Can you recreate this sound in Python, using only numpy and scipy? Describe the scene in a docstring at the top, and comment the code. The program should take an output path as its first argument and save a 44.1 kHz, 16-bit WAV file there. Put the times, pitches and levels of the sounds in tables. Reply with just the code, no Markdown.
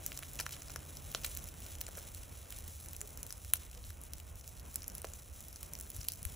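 """Sizzle of a fish fillet over charcoal in a clay brazier outdoors, close by a pair of microphone ports.
Fat and juice hiss as random clicks in two bands. Pops and spits are noise bursts with bubble rings.
A coal snaps as filtered clicks; pops and snap echo in the bowl and scatter in the yard.
Behind: filtered-noise traffic rumble, a two-sine motor hum that fades, soft bell-shaped tones and thumps."""
import sys
import numpy as np
from scipy import signal
from scipy.fft import rfft, irfft, next_fast_len
from scipy.io import wavfile

SR = 44100
rng = np.random.default_rng(int(sys.argv[2]) if len(sys.argv) > 2 else 0)


def boost(x):
    """Linear amplitude factor 10**(x/20) for a level x in decibels (scalar or array-like)."""
    u = np.asarray(x, float) / 20
    return 10 ** u


def materialize(psi):
    """Save the field psi as 16-bit PCM at rate SR to the path in sys.argv[1].

    A 1-D psi becomes a single channel; in a 2-D psi each row is a channel.
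    """
    bounded = np.clip(np.atleast_2d(psi).T, -1, 1)
    quanta = np.round(bounded * 32767).astype(np.int16)
    wavfile.write(sys.argv[1], SR, quanta)


N = 280035
PADDED = next_fast_len(N + 4096)
HZ = np.maximum(np.arange(PADDED // 2 + 1) * SR / PADDED, 1)   # FFT grid

# drive of the fine sizzle: (time [s], level [dB])
FINE_SIZZLE = [(0.0, -54.5), (.5, -55.5), (.75, -57), (1.12, -56.5), (1.29, -51.5), (1.52, -56),
               (1.87, -58.5), (2.1, -55.5), (2.4, -58.5), (2.67, -55.5), (2.95, -57.5), (3.64, -59),
               (3.82, -60.5), (4.5, -61), (4.93, -58.5), (5.4, -60.5), (5.98, -57), (6.35, -59)]
# drive of the coarse sizzle: (time [s], level [dB])
COARSE_SIZZLE = [(0.0, -69), (.55, -68.5), (.95, -71.5), (1.29, -66), (1.52, -69.5), (2.67, -71.5),
                 (2.95, -88), (3.3, -83), (3.64, -69), (3.85, -80), (6.35, -75.5)]
# colour of the sizzle: (frequency [Hz], gain [dB])
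SIZZLE_COLOUR = [(300, 15), (900, -0.5), (2500, 3.5), (4000, 3.5), (4550, -4.5), (5700, 3), (8000, 3),
                 (12500, 3.5), (14000, 3.5), (15600, 3), (15950, -60), (16500, -41)]

# pops: (time [s], crack level in the top band [dB], ring reference level [dB], bubble radius [mm])
POPS = [(.0635, -19, -30, 0.6), (.0757, -48, -55, 0.45), (.1197, -36, -31.5, 1.4), (.1752, -32, -25, 0.57),
        (.1908, -29.5, -35, 2.5), (.2268, -41, -36.5, 2), (.2325, -41, -34, 1.63), (.3559, -33, -55, 1.1),
        (.4926, -35, -39, 1.5), (.509, -35, -40, 0.86), (.5222, -38, -43, 0.82), (.5446, -44, -42, 0.86),
        (.6208, -52, -33, 0.514), (.7188, -35, -46, 0.51), (.7607, -28.5, -31.5, 1.85),
        (.7608, -60, -26, 0.57), (.761, -60, -38, 5.4), (.9708, -36, -36, 0.48), (1.1166, -31, -48, 0.97),
        (1.1488, -46, -21, 0.63), (1.1489, -60, -25.5, 2.07), (1.149, -60, -34, 5.1),
        (1.2361, -38, -34.5, 0.91), (1.2636, -25, -36, 0.61), (1.2661, -31, -42, 0.66),
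        (1.2728, -55, -40, 1.35), (1.2975, -38, -44, 0.39), (1.3075, -43, -55, 1), (1.316, -43, -57, 0.65),
        (1.3509, -29, -54, 1.3), (1.3671, -43, -35.5, 0.93), (1.3727, -23, -44, 1.5),
        (1.4413, -34, -55, 0.4), (1.4748, -38, -56, 1), (1.4885, -31.5, -43.5, 0.88),
        (1.6588, -51, -46, 2.8), (1.6644, -33.5, -39, 0.89), (1.7533, -34, -39, 1),
        (1.8078, -34, -48, 0.52), (1.8152, -26, -39, 1.1), (1.9205, -48, -50, 0.6),
        (1.9872, -35, -49, 0.56), (1.99, -40, -39, 0.38), (1.8125, -23, -38, 0.82),
        (1.8126, -60, -34.5, 1.07), (1.8667, -48, -30, 0.51), (1.953, -46, -37, 0.53),
        (2.1482, -29.5, -43.5, 0.63), (2.2341, -36, -42, 0.99), (2.4569, -52, -49, 0.61),
        (2.5057, -31.5, -46, 1.0), (2.5247, -30.5, -34.5, 0.95), (2.5871, -31.5, -42, 1.28),
        (2.6793, -30.5, -52, 1.8), (2.8607, -38, -38, 0.58), (2.8861, -49, -36, 0.38),
        (2.9329, -29.5, -50, 0.86), (2.9494, -48, -44, 0.84), (2.9652, -29.5, -51, 0.44),
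        (3.0075, -34, -37, 0.5), (3.0147, -32, -27, 0.46), (3.0749, -35.5, -54, 2.8),
        (3.1747, -29.5, -46, 2), (3.2309, -26.5, -37.5, 1.05), (3.2661, -31, -48, 0.89),
        (3.3063, -32, -31.5, 0.55), (3.3259, -32, -32, 0.44), (3.4483, -37, -33.5, 0.59),
        (3.7143, -43, -40, 0.4), (3.731, -44, -47, 0.82), (3.7765, -51, -44.5, 0.72),
        (3.8545, -44, -55, .55), (3.991, -51, -58, .55), (4.037, -35, -54, 0.56), (4.183, -41, -39, 0.58),
        (4.229, -53, -61, 0.48), (4.3567, -38, -50, 0.57), (4.444, -50, -46, 0.63), (4.4925, -38, -55, .6),
        (4.5747, -47, -49, 0.76), (4.5972, -40, -47, 0.64), (4.7139, -45, -50, .55),
        (4.8062, -42, -50, .55), (4.9194, -44, -43, 0.52), (5.119, -44, -51, 0.66), (5.1614, -44, -54, .55),
        (5.3295, -44, -52, .55), (5.342, -44, -55, 0.5), (5.4268, -40, -53, .55), (5.4842, -34, -53, .55),
        (5.6094, -40, -50, .55), (5.6672, -46, -55, 0.5), (5.8262, -38, -48, .55), (5.8468, -43, -56, .55),
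        (6.158, -41, -53, 0.61), (6.1905, -50, -57, .55), (3.8408, -48, -41, 0.79),
        (3.9047, -35, -41.5, 1.4), (4.0152, -36, -62, 0.6), (4.1351, -29, -37, 0.61), (4.201, -36, -40, 1),
        (4.4118, -51, -38, 0.57), (4.4779, -30.5, -39.5, 1.1), (4.7434, -31, -52, 1.4),
        (4.7583, -18.5, -30, 0.57), (4.8211, -48, -35, 0.62), (4.832, -35, -38, 0.59),
        (4.8428, -47, -34.5, 0.52), (4.8807, -25, -55, 0.19), (4.9001, -39, -40, 0.5),
        (4.9516, -27, -53, 3.3), (5.0454, -60, -26.5, 6), (5.0492, -50, -38.5, 0.69),
        (4.982, -28.5, -50, 0.64), (5.0518, -32, -37, 0.59), (5.0708, -46, -37, 0.55),
        (5.0738, -44, -47, 0.6), (5.1363, -50, -32.5, 0.35), (5.2228, -46, -48, 0.45),
        (5.4062, -32.5, -60, 0.47), (5.5289, -35, -60, 0.5), (5.56, -50, -32.5, 0.32),
        (5.6305, -28, -37.5, 2.54), (5.7356, -28, -52, 0.85), (5.7527, -33, -37, 0.65),
        (5.7889, -32, -49, 5.1), (5.8738, -44, -57, 0.56), (5.9651, -29.5, -39, 0.58),
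        (5.9695, -47, -55, 1.2), (5.9817, -46, -52, 0.58), (5.987, -44, -46, .55), (5.9915, -48, -47, 0.62),
        (6.011, -50, -39, 0.53), (6.0137, -50, -37, 0.62), (6.0162, -50, -42, 0.52),
        (6.0448, -37, -46, 0.62), (6.0493, -40, -40, 1.06), (6.0856, -16.5, -28.5, 0.65),
        (6.0895, -32, -41, 0.46), (6.101, -42, -41, 0.67), (6.1203, -25.5, -55, 1.2),
        (6.1279, -37, -58, 0.69), (6.2298, -27.5, -39, 0.58), (6.2523, -22, -28, 0.58)]
# spits, pops that spray for longer or shorter:
# (time [s], crack level in the top band [dB], ring reference level [dB], bubble radius [mm], spray [ms])
SPITS = [(.3334, -37, -62, 1.1, 1.7), (0.39, -40, -31, 0.44, 0.5), (0.3915, -34, -26.5, 0.98, 2.1),
         (.398, -34, -28, 1.94, 6), (0.4003, -32, -29, 0.64, 0.99), (0.4033, -30, -33, 0.48, 0.86),
         (.4058, -42, -42, 0.43, .8), (0.407, -36, -45, 0.56, 1.2), (0.4098, -36, -23.5, 0.59, 0.53),
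         (0.4647, -46, -25, 1.68, 0.36), (0.4648, -60, -27, 0.59, 0.22), (0.4653, -60, -36, 4.9, 0.52),
         (0.524, -36, -41, 0.69, 3.7), (0.529, -39, -35, 0.53, 3), (0.531, -42, -43, 0.55, 3.3),
         (0.5356, -51, -39.5, 0.88, 7.3), (0.41, -60, -32, 2.2, 1.1), (0.393, -60, -40, 2.7, 1.3),
         (0.6978, -42, -40, 2, 3.4), (0.704, -48, -35.5, 0.48, 0.72), (1.1415, -38, -47, 0.54, 1.0),
         (1.152, -44, -32, 0.58, 1.4), (1.1571, -53, -41, 0.75, 2.9), (1.172, -50, -47, 0.84, 1.0),
         (1.183, -44, -47, 2, 1.1), (1.2434, -40, -41, 0.92, 1.1), (1.251, -33, -34, 1.1, 1.2),
         (1.2453, -32, -24, 1.22, 1.6), (1.2456, -38, -30, .6, 0.85), (1.2483, -25, -27, 0.98, 2.1),
         (1.2514, -34, -47, 2.2, 3.3), (1.271, -44, -46, 1.5, 5), (1.6211, -42, -44, .9, 0.46),
         (1.7855, -41, -43, 1, 0.45), (0.5667, -48, -37.5, 2.5, 0.49), (0.6833, -48, -38, 0.57, 1.0),
         (1.604, -37, -46.5, 1.2, 0.36), (1.8818, -36, -39, 2.1, 1.2), (1.888, -37, -37.5, 4, 0.72),
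         (1.971, -36, -38, 6.6, 7.1), (1.965, -42, -47, 0.95, 2.5), (1.9776, -39, -35.5, 4.9, 1),
         (1.982, -36, -39, 2, 1.7), (3.555, -33, -43.5, 2.2, 5.3), (3.567, -38, -57, 0.73, 8.4),
         (3.749, -47, -37, 0.57, 0.95), (5.0184, -32, -48, 1.1, 0.55), (5.0446, -36, -32.5, 2.5, 0.57),
         (5.7996, -33, -48, 0.59, 1.5), (5.8108, -30, -44, 1.03, 0.76), (5.902, -31, -64, 1.9, 2.2),
         (6.0052, -39, -45, 0.58, 4), (6.0318, -46, -41, 0.53, 0.66), (6.134, -35, -43, 0.56, 7)]
# colour of a burst: (frequency [Hz], gain [dB])
BURST_COLOUR = [(200, -18), (600, 1), (900, -7.5), (1450, -3.5), (1900, 2.5), (2600, 6.5), (3900, 8),
                (4500, 6), (5700, 11), (7600, 8), (8600, 8.5), (11300, 10.5), (13800, 12), (15500, 10),
                (17500, -28.5)]
# bands of a burst, top to deep: (low edge [Hz], high edge [Hz])
POP_BANDS = [(8800, 16000), (4800, 8300), (1800, 4600), (800, 1750), (220, 780)]
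POP_SPRAY_MS = 0.31
BURST_AT = 66   # samples into each pop's own stretch
LEAD_IN_MS, LEAD_IN_DB = 0.6, -13.0
SPATTER, GRAIN, FIRST_CLICK = 0.36, 1.25, 0.42   # droplet size, droplet unevenness, first click size
CRACK_FALL_DB = 12   # per octave below the top band
BUBBLE_HZ_MM = 3260   # ring frequency times radius
BROAD_DB = -3   # broad part of the ring against its reference
RING_FALL_DB, RING_TOP_FALL_DB = 4.5, 6.5   # per octave below and above the ring
RING_BEND_DB = 1.22   # extra fall below the ring, per octave squared
TONE_DB, TONE_LOSS_DB = -6, 3   # pure part against the reference; loss per doubling of radius above 0.5 mm
TONE_CYCLES, TONE_RISE = 1.0, 0.5   # cycles to fall by 1/e, to rise
POP_PAN_DB, POP_LAG_US = 1.4, 12.0   # spreads of left minus right and of the lag between ports
TICK_COUNT = 65
TICK_DB, TICK_SPREAD_DB, TICK_RING_DB = -58, 7, -1   # mean crack, spread, mean ring against crack

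# a coal cracks, faint tick then snap: (time [s], peak [dB])
SNAPS = [(3.5343, -35), (3.5362, -4)]
# colour of the snap: (frequency [Hz], gain [dB])
SNAP_COLOUR = [(250, -35), (600, -16), (900, -17), (1450, -12.5), (1900, -12.5), (3100, -9.5),
               (4000, -11.5), (4800, -25), (5400, -19), (6000, -15), (7500, -9.5), (8400, -5),
               (10000, -1.5), (12000, 1.5), (13700, 0.5), (14400, -12), (15000, -9), (16300, -16),
               (17200, -34.5)]
SNAP_PAN_DB = 1.5   # left minus right

# echoes in the bowl: (delay [ms], level [dB])
BOWL = [(.7, -13), (1.1, -17), (2.9, -15), (3.2, -20), (5.9, -26)]
# difference between the ports: (frequency [Hz], left minus right [dB])
PORT_BALANCE = [(60, -1), (180, -2.5), (600, 1.5), (1100, 0), (15000, 0.0)]
# difference between the ports: (frequency [Hz], phase lead of the left [rad])
PORT_PHASE = [(60, 0), (450, .2), (900, .3), (1100, 0), (2200, 0), (3200, .55), (5000, .4), (5500, .2),
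              (5950, -.6), (6400, 0), (7600, -.1), (8200, 1.9), (8600, 2.1), (10700, 0), (13260, -3.1),
              (15600, -6.0), (17000, -6.5)]
# diffuse return; each band runs up to the next row: (low edge [Hz], t60 [s])
YARD = [(400, 0.11), (2000, 0.12), (7500, 0.065), (16000, .065)]
POP_RETURN_DB = -17   # scattered return of pops and snap

# colour of the far rumble: (frequency [Hz], relative gain [dB])
TRAFFIC_COLOUR = [(15, -43), (28, -9), (54, -0.5), (67, -0.5), (82, 2), (105, -10), (208, -19.5),
                  (401, -24), (578, -21.5), (883, -27), (1430, -30.5), (1700, -35), (2500, -33.5),
                  (3250, -37.5), (5500, -120)]
# rumble level before its drift: (time [s], deep part [dB], upper part [dB])
RUMBLE = [(0.0, -53, -57.5), (1.3, -50, -58), (1.7, -51, -59.5), (2.4, -52.5, -60), (4.1, -51.5, -61),
          (5.0, -52.5, -61), (6.1, -54.5, -62), (6.35, -47, -58.5)]
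# share of rumble power common to both ports: (frequency [Hz], share [0-1])
FAR_LIKENESS = [(40, 1), (125, 0.83), (250, 0.73), (600, 0.02), (1000, 0), (1500, 0.92), (2500, 1)]
# lean of the ports' own rumble: (frequency [Hz], left minus right [dB])
FAR_BALANCE = [(60, -5), (300, 1), (700, -3.5), (1500, -1)]
HUM_HZ, HUM_DB, HUM_OCTAVE_DB, HUM_PAN_DB = 139.3, -62.5, -72.5, -2.5   # pan: left minus right
HUM_END_S, HUM_FADE_S = 1.63, 0.17
# short soft tones and thumps:
# (time [s], frequency [Hz], envelope peak [dB], width at 1/e [s], left minus right [dB])
BLIPS = [(3.043, 420, -60, 0.047, -17), (3.78, 490, -60.5, 0.033, -2), (4.917, 186, -54.5, 0.029, -1),
         (5.963, 86, -43.5, 0.032, 4), (5.993, 81, -36.5, 0.015, 7), (6.226, 80, -38, 0.0054, -4),
         (6.264, 66.6, -37, 0.018, 13)]


def sizzle():
    """Clumped tiny bursts: small bubbles sound high, larger ones lower, some span both."""
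    (treble_db,), (middle_db,) = in_time(FINE_SIZZLE), in_time(COARSE_SIZZLE)
    clumps = boost(3.2 * drift(12) + 3.0 * drift(90))
    fine = rms_one(grains(11000 * clumps, spread_db=2.5, cap=5.0))
    both = rms_one(grains(300 * clumps, spread_db=4.0, cap=2.5))
    coarse = rms_one(grains(4000 * clumps, spread_db=-0.5, cap=1.5))
    treble = band(fine + 0.85 * both, 4700, 19000)
    middle = band(coarse + 0.65 * both, 900, 4700)
    return boost(treble_db) * rms_one(treble) - boost(middle_db) * rms_one(middle)


def droplet_spray(spray_ms, t):
    """A burst is a sharp click and a ragged spatter of droplets."""
    late_ms = 1000 * (t - BURST_AT / SR)
    noise = rng.standard_normal((len(spray_ms), len(t)))
    ragged = noise * np.abs(noise) ** GRAIN
    bell = np.exp(-(late_ms / np.where(late_ms < 0, LEAD_IN_MS, spray_ms)) ** 2)
    droplets = SPATTER * np.minimum(spray_ms, 1) * ragged * bell
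    droplets[:, :BURST_AT] *= boost(LEAD_IN_DB)   # the skin tears with a faint hiss just before
    droplets[:, [BURST_AT]] = -FIRST_CLICK / (1 + 0.094 * spray_ms)   # long spatters start less sharply
    return droplets


def broad_burst(droplets, crack_db, ring_db, octaves, centres_hz):
    """Coloured spatter whose peak in each of five bands comes from crack and bubble ring."""
    colour = irfft(causal(BURST_COLOUR), PADDED)[:256]
    spatter = signal.lfilter(colour, [1], droplets)
    crack = boost(crack_db - CRACK_FALL_DB * np.log2(centres_hz.max() / centres_hz))
    fall_below_db = RING_BEND_DB * octaves ** 2 * (octaves < 0) - RING_FALL_DB * octaves
    ring = boost(ring_db + BROAD_DB - np.maximum(RING_TOP_FALL_DB * octaves, fall_below_db))
    peaks = np.hypot(crack, ring)
    # signs alternate so that neighbouring bands join without a gap
    parts = [(-1) ** k * band(spatter, *edges) for k, edges in enumerate(POP_BANDS)]
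    return sum(peaks[:, [k]] * peak_one(part) for k, part in enumerate(parts))


def bubble_tone(droplets, ring_db, radius_mm, octaves, t):
    """Damped sine of a bubble, set ringing again by every droplet; larger bubbles ring less purely."""
    cycles = t * BUBBLE_HZ_MM / np.maximum(radius_mm, 0.25)
    envelope = np.exp(-cycles / TONE_CYCLES) * (1 - np.exp(-cycles / TONE_RISE))
    tone = np.sin(2 * np.pi * cycles) * envelope
    tone = -signal.fftconvolve(droplets, tone, axes=1)[:, :len(t)]
    # the sign joins the tone to the band just below it
    in_step = -(-1.) ** np.abs(octaves + 0.35).argmin(axis=1, keepdims=True)
    tone_db = ring_db + TONE_DB - TONE_LOSS_DB * np.log2(np.maximum(radius_mm, 0.5))
    return in_step * boost(tone_db) * peak_one(tone)


def pops():
    """Bubbles burst all over the fillet: broad crack plus ring, each with its own pan and lag."""
    t = np.arange(768) / SR
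    short = np.vstack([POPS, ticks()])
    rows = np.vstack([np.c_[short, np.full(len(short), POP_SPRAY_MS)], SPITS])
    s, crack_db, ring_db, radius_mm, spray_ms = rows.T[..., None]
    droplets = droplet_spray(np.clip(spray_ms, 0.1, 6), t)
    centres_hz = np.sqrt(np.prod(POP_BANDS, axis=1))
    octaves = np.log2(centres_hz * np.maximum(radius_mm, 0.1) / BUBBLE_HZ_MM)   # band above ring
    bursts = broad_burst(droplets, crack_db, ring_db, octaves, centres_hz)
    bursts = bursts + bubble_tone(droplets, ring_db, radius_mm, octaves, t)
    # a small shift in time is the slope times the shift, half to each port
    shift = POP_LAG_US / 2e6 * SR * rng.standard_normal(s.shape) * np.gradient(bursts, axis=1)
    pan = boost(POP_PAN_DB / 2 * rng.standard_normal(s.shape))
    out = np.zeros((2, N + len(t)))
    at = np.maximum((s * SR).astype(int) - 10 - BURST_AT, 0) + np.arange(len(t))
    np.add.at(out[0], at, (bursts + shift) * pan)
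    np.add.at(out[1], at, (bursts - shift) / pan)
    return out[:, :N]


def ticks():
    """Rows of small pops: random moments, strengths and bubble sizes."""
    when, size = rng.random((TICK_COUNT, 2)).T
    crack, ring = rng.standard_normal((TICK_COUNT, 2)).T
    crack_db = TICK_DB + TICK_SPREAD_DB * crack
    ring_db = TICK_DB + TICK_RING_DB + TICK_SPREAD_DB * ring
    return np.transpose([when * N / SR, crack_db, ring_db, 0.5 * 6.5 ** size])


def snaps():
    """Brittle coal lets go in one clean click, after a faint tick."""
    colour = causal(SNAP_COLOUR)
    clicks = sum(boost(db) * np.exp(-2j * np.pi * HZ * s) for s, db in SNAPS)
    snap = irfft(clicks * colour, PADDED)[:N] / np.abs(irfft(colour, PADDED)).max()
    return snap * boost(SNAP_PAN_DB * np.array([[0.5], [-0.5]]))


def brazier(bursts):
    """Bursts return from the grate, the coals and the clay wall, with alternating sign."""
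    echoes = sum(boost(db) * (-1) ** k * np.exp(-2j * np.pi * HZ * ms / 1000)
                 for k, (ms, db) in enumerate(BOWL))
    return through(bursts, 1 + echoes)


def ports(x, response=1):
    """One sound at both ports, with a level and phase between them that change with pitch."""
    half = boost(at_hz(PORT_BALANCE) / 2) * np.exp(0.5j * at_hz(PORT_PHASE))
    return through(x, response * np.array([half, 1 / half]))


def yard(grill):
    """Scattered returns from ground and walls nearby: a dying noise tail, different at each port."""
    t = np.arange(7000) / SR
    noise = rng.standard_normal((2, len(t))) * np.clip(t / 0.0088, 0, 1)
    tail = sum(band(noise, low_hz, high_hz) * boost(-60 * t / t60_s)
               for (low_hz, t60_s), (high_hz, _) in zip(YARD, YARD[1:]))
    return through(grill, rfft(tail / np.sqrt(np.sum(tail ** 2) / 2), PADDED))


def traffic():
    """Far rumble: noise common to both ports plus noise of each port's own."""
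    deep_db, upper_db = in_time(RUMBLE)
    alike = np.clip(at_hz(FAR_LIKENESS), 0, 1)
    common, left, right = rng.standard_normal((3, N))
    colour = boost(at_hz(TRAFFIC_COLOUR))
    own = colour * np.sqrt(1 - alike) * boost(at_hz(FAR_BALANCE) * [[0.5], [-0.5]])
    noise = ports(common, colour * np.sqrt(alike)) + through(np.array([left, right]), own)
    deep = through(noise, HZ < 135)
    deep_part = boost(deep_db + 0.9 * drift(12.0)) * rms_one(deep)
    return deep_part + boost(upper_db + 1.6 * drift(7)) * rms_one(noise - deep)


def hum():
    """A motor tone with its octave, off to one side, wavering and fading away."""
    turn = 2 * np.pi * np.cumsum(HUM_HZ + 0.97 * drift(5.2)) / SR
    fade = np.clip((HUM_END_S - np.arange(N) / SR) / HUM_FADE_S, 0, 1) * boost(1.5 * drift(21))
    pair = boost(HUM_DB) * np.sin(turn) + boost(HUM_OCTAVE_DB) * np.sin(2 * turn)
    return np.sqrt(2) * fade * pair * boost(HUM_PAN_DB * np.array([[0.5], [-0.5]]))


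def blips():
    """Soft sines, each swelling and dying as a bell curve."""
    t = np.arange(N) / SR
    out = np.zeros((2, N))
    for s, hz, db, width_s, pan_db in BLIPS:
        bell = np.exp(-((t - s) / width_s * 2) ** 2)
        level = boost(db + np.array([[pan_db], [-pan_db]]) / 2)
        out += level * bell * np.sin(2 * np.pi * hz * (t - s))
    return out


def rms_one(x):
    """Scale to rms 1."""
    return x / np.sqrt(np.mean(x ** 2) + 1e-20)


def peak_one(rows):
    """Scale each row to peak 1."""
    return rows / np.abs(rows).max(axis=1, keepdims=True)


def in_time(rows):
    """Table columns at every sample."""
    s, *columns = np.transpose(rows)
    return [np.interp(np.arange(N) / SR, s, c) for c in columns]


def at_hz(points):
    """A table over log frequency, on the FFT grid."""
    hz, value = np.transpose(points)
    return np.interp(np.log(HZ), np.log(np.maximum(hz, 1)), value)


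def through(x, response):
    """Filter by a frequency response."""
    return irfft(rfft(x, PADDED) * response, PADDED)[..., :N]


def causal(spectrum):
    """Minimum-phase response of a spectrum: nothing sounds before its click."""
    cepstrum = irfft(np.log(boost(at_hz(spectrum))), PADDED)
    cepstrum[1:PADDED // 2] *= 2
    cepstrum[PADDED // 2 + 1:] = 0
    return np.exp(rfft(cepstrum))


def band(x, low_hz, high_hz):
    """Butterworth band-pass."""
    sos = signal.butter(2, [low_hz, min(high_hz, 0.45 * SR)], "band", fs=SR, output="sos")
    return signal.sosfilt(sos, x + 1e-18)


def drift(rate_hz):
    """Slow random wander of rms 1: noise through two equal poles, at one point per 40 samples."""
    r = np.exp(-80 * np.pi * rate_hz / SR)
    noise = rng.standard_normal(N // 40 + 2002)
    slow = signal.lfilter([1], [1, -2 * r, r * r], noise)[2000:]   # skip the settling
    return np.interp(np.arange(N) / 40, np.arange(len(slow)), rms_one(slow))


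def grains(per_s, spread_db, cap):
    """Clicks of random sign and moment; a positive spread makes few large, a negative few small."""
    sizes = boost(spread_db * np.minimum(rng.exponential(1, N), cap)) * rng.choice([-1, 1], N)
    return sizes * (rng.random(N) < per_s / SR)


def scene():
    """Grill in front, far sounds around; the sizzle rises from the whole fillet, so its echoes blur away."""
    fizz = through(sizzle(), causal(SIZZLE_COLOUR))
    cracks = brazier(pops() + snaps())
    grill = ports(fizz + cracks) + yard(boost(POP_RETURN_DB) * cracks)
    return grill + traffic() + hum() + blips()


def roll_off(x):
    """The treble ends steeply here."""
    return signal.sosfilt(signal.butter(12, 17000, fs=SR, output="sos"), x)


def record(dry):
    """The finished mix, as delivered."""
    return roll_off(dry)


dry = scene()
out = record(dry)
materialize(out)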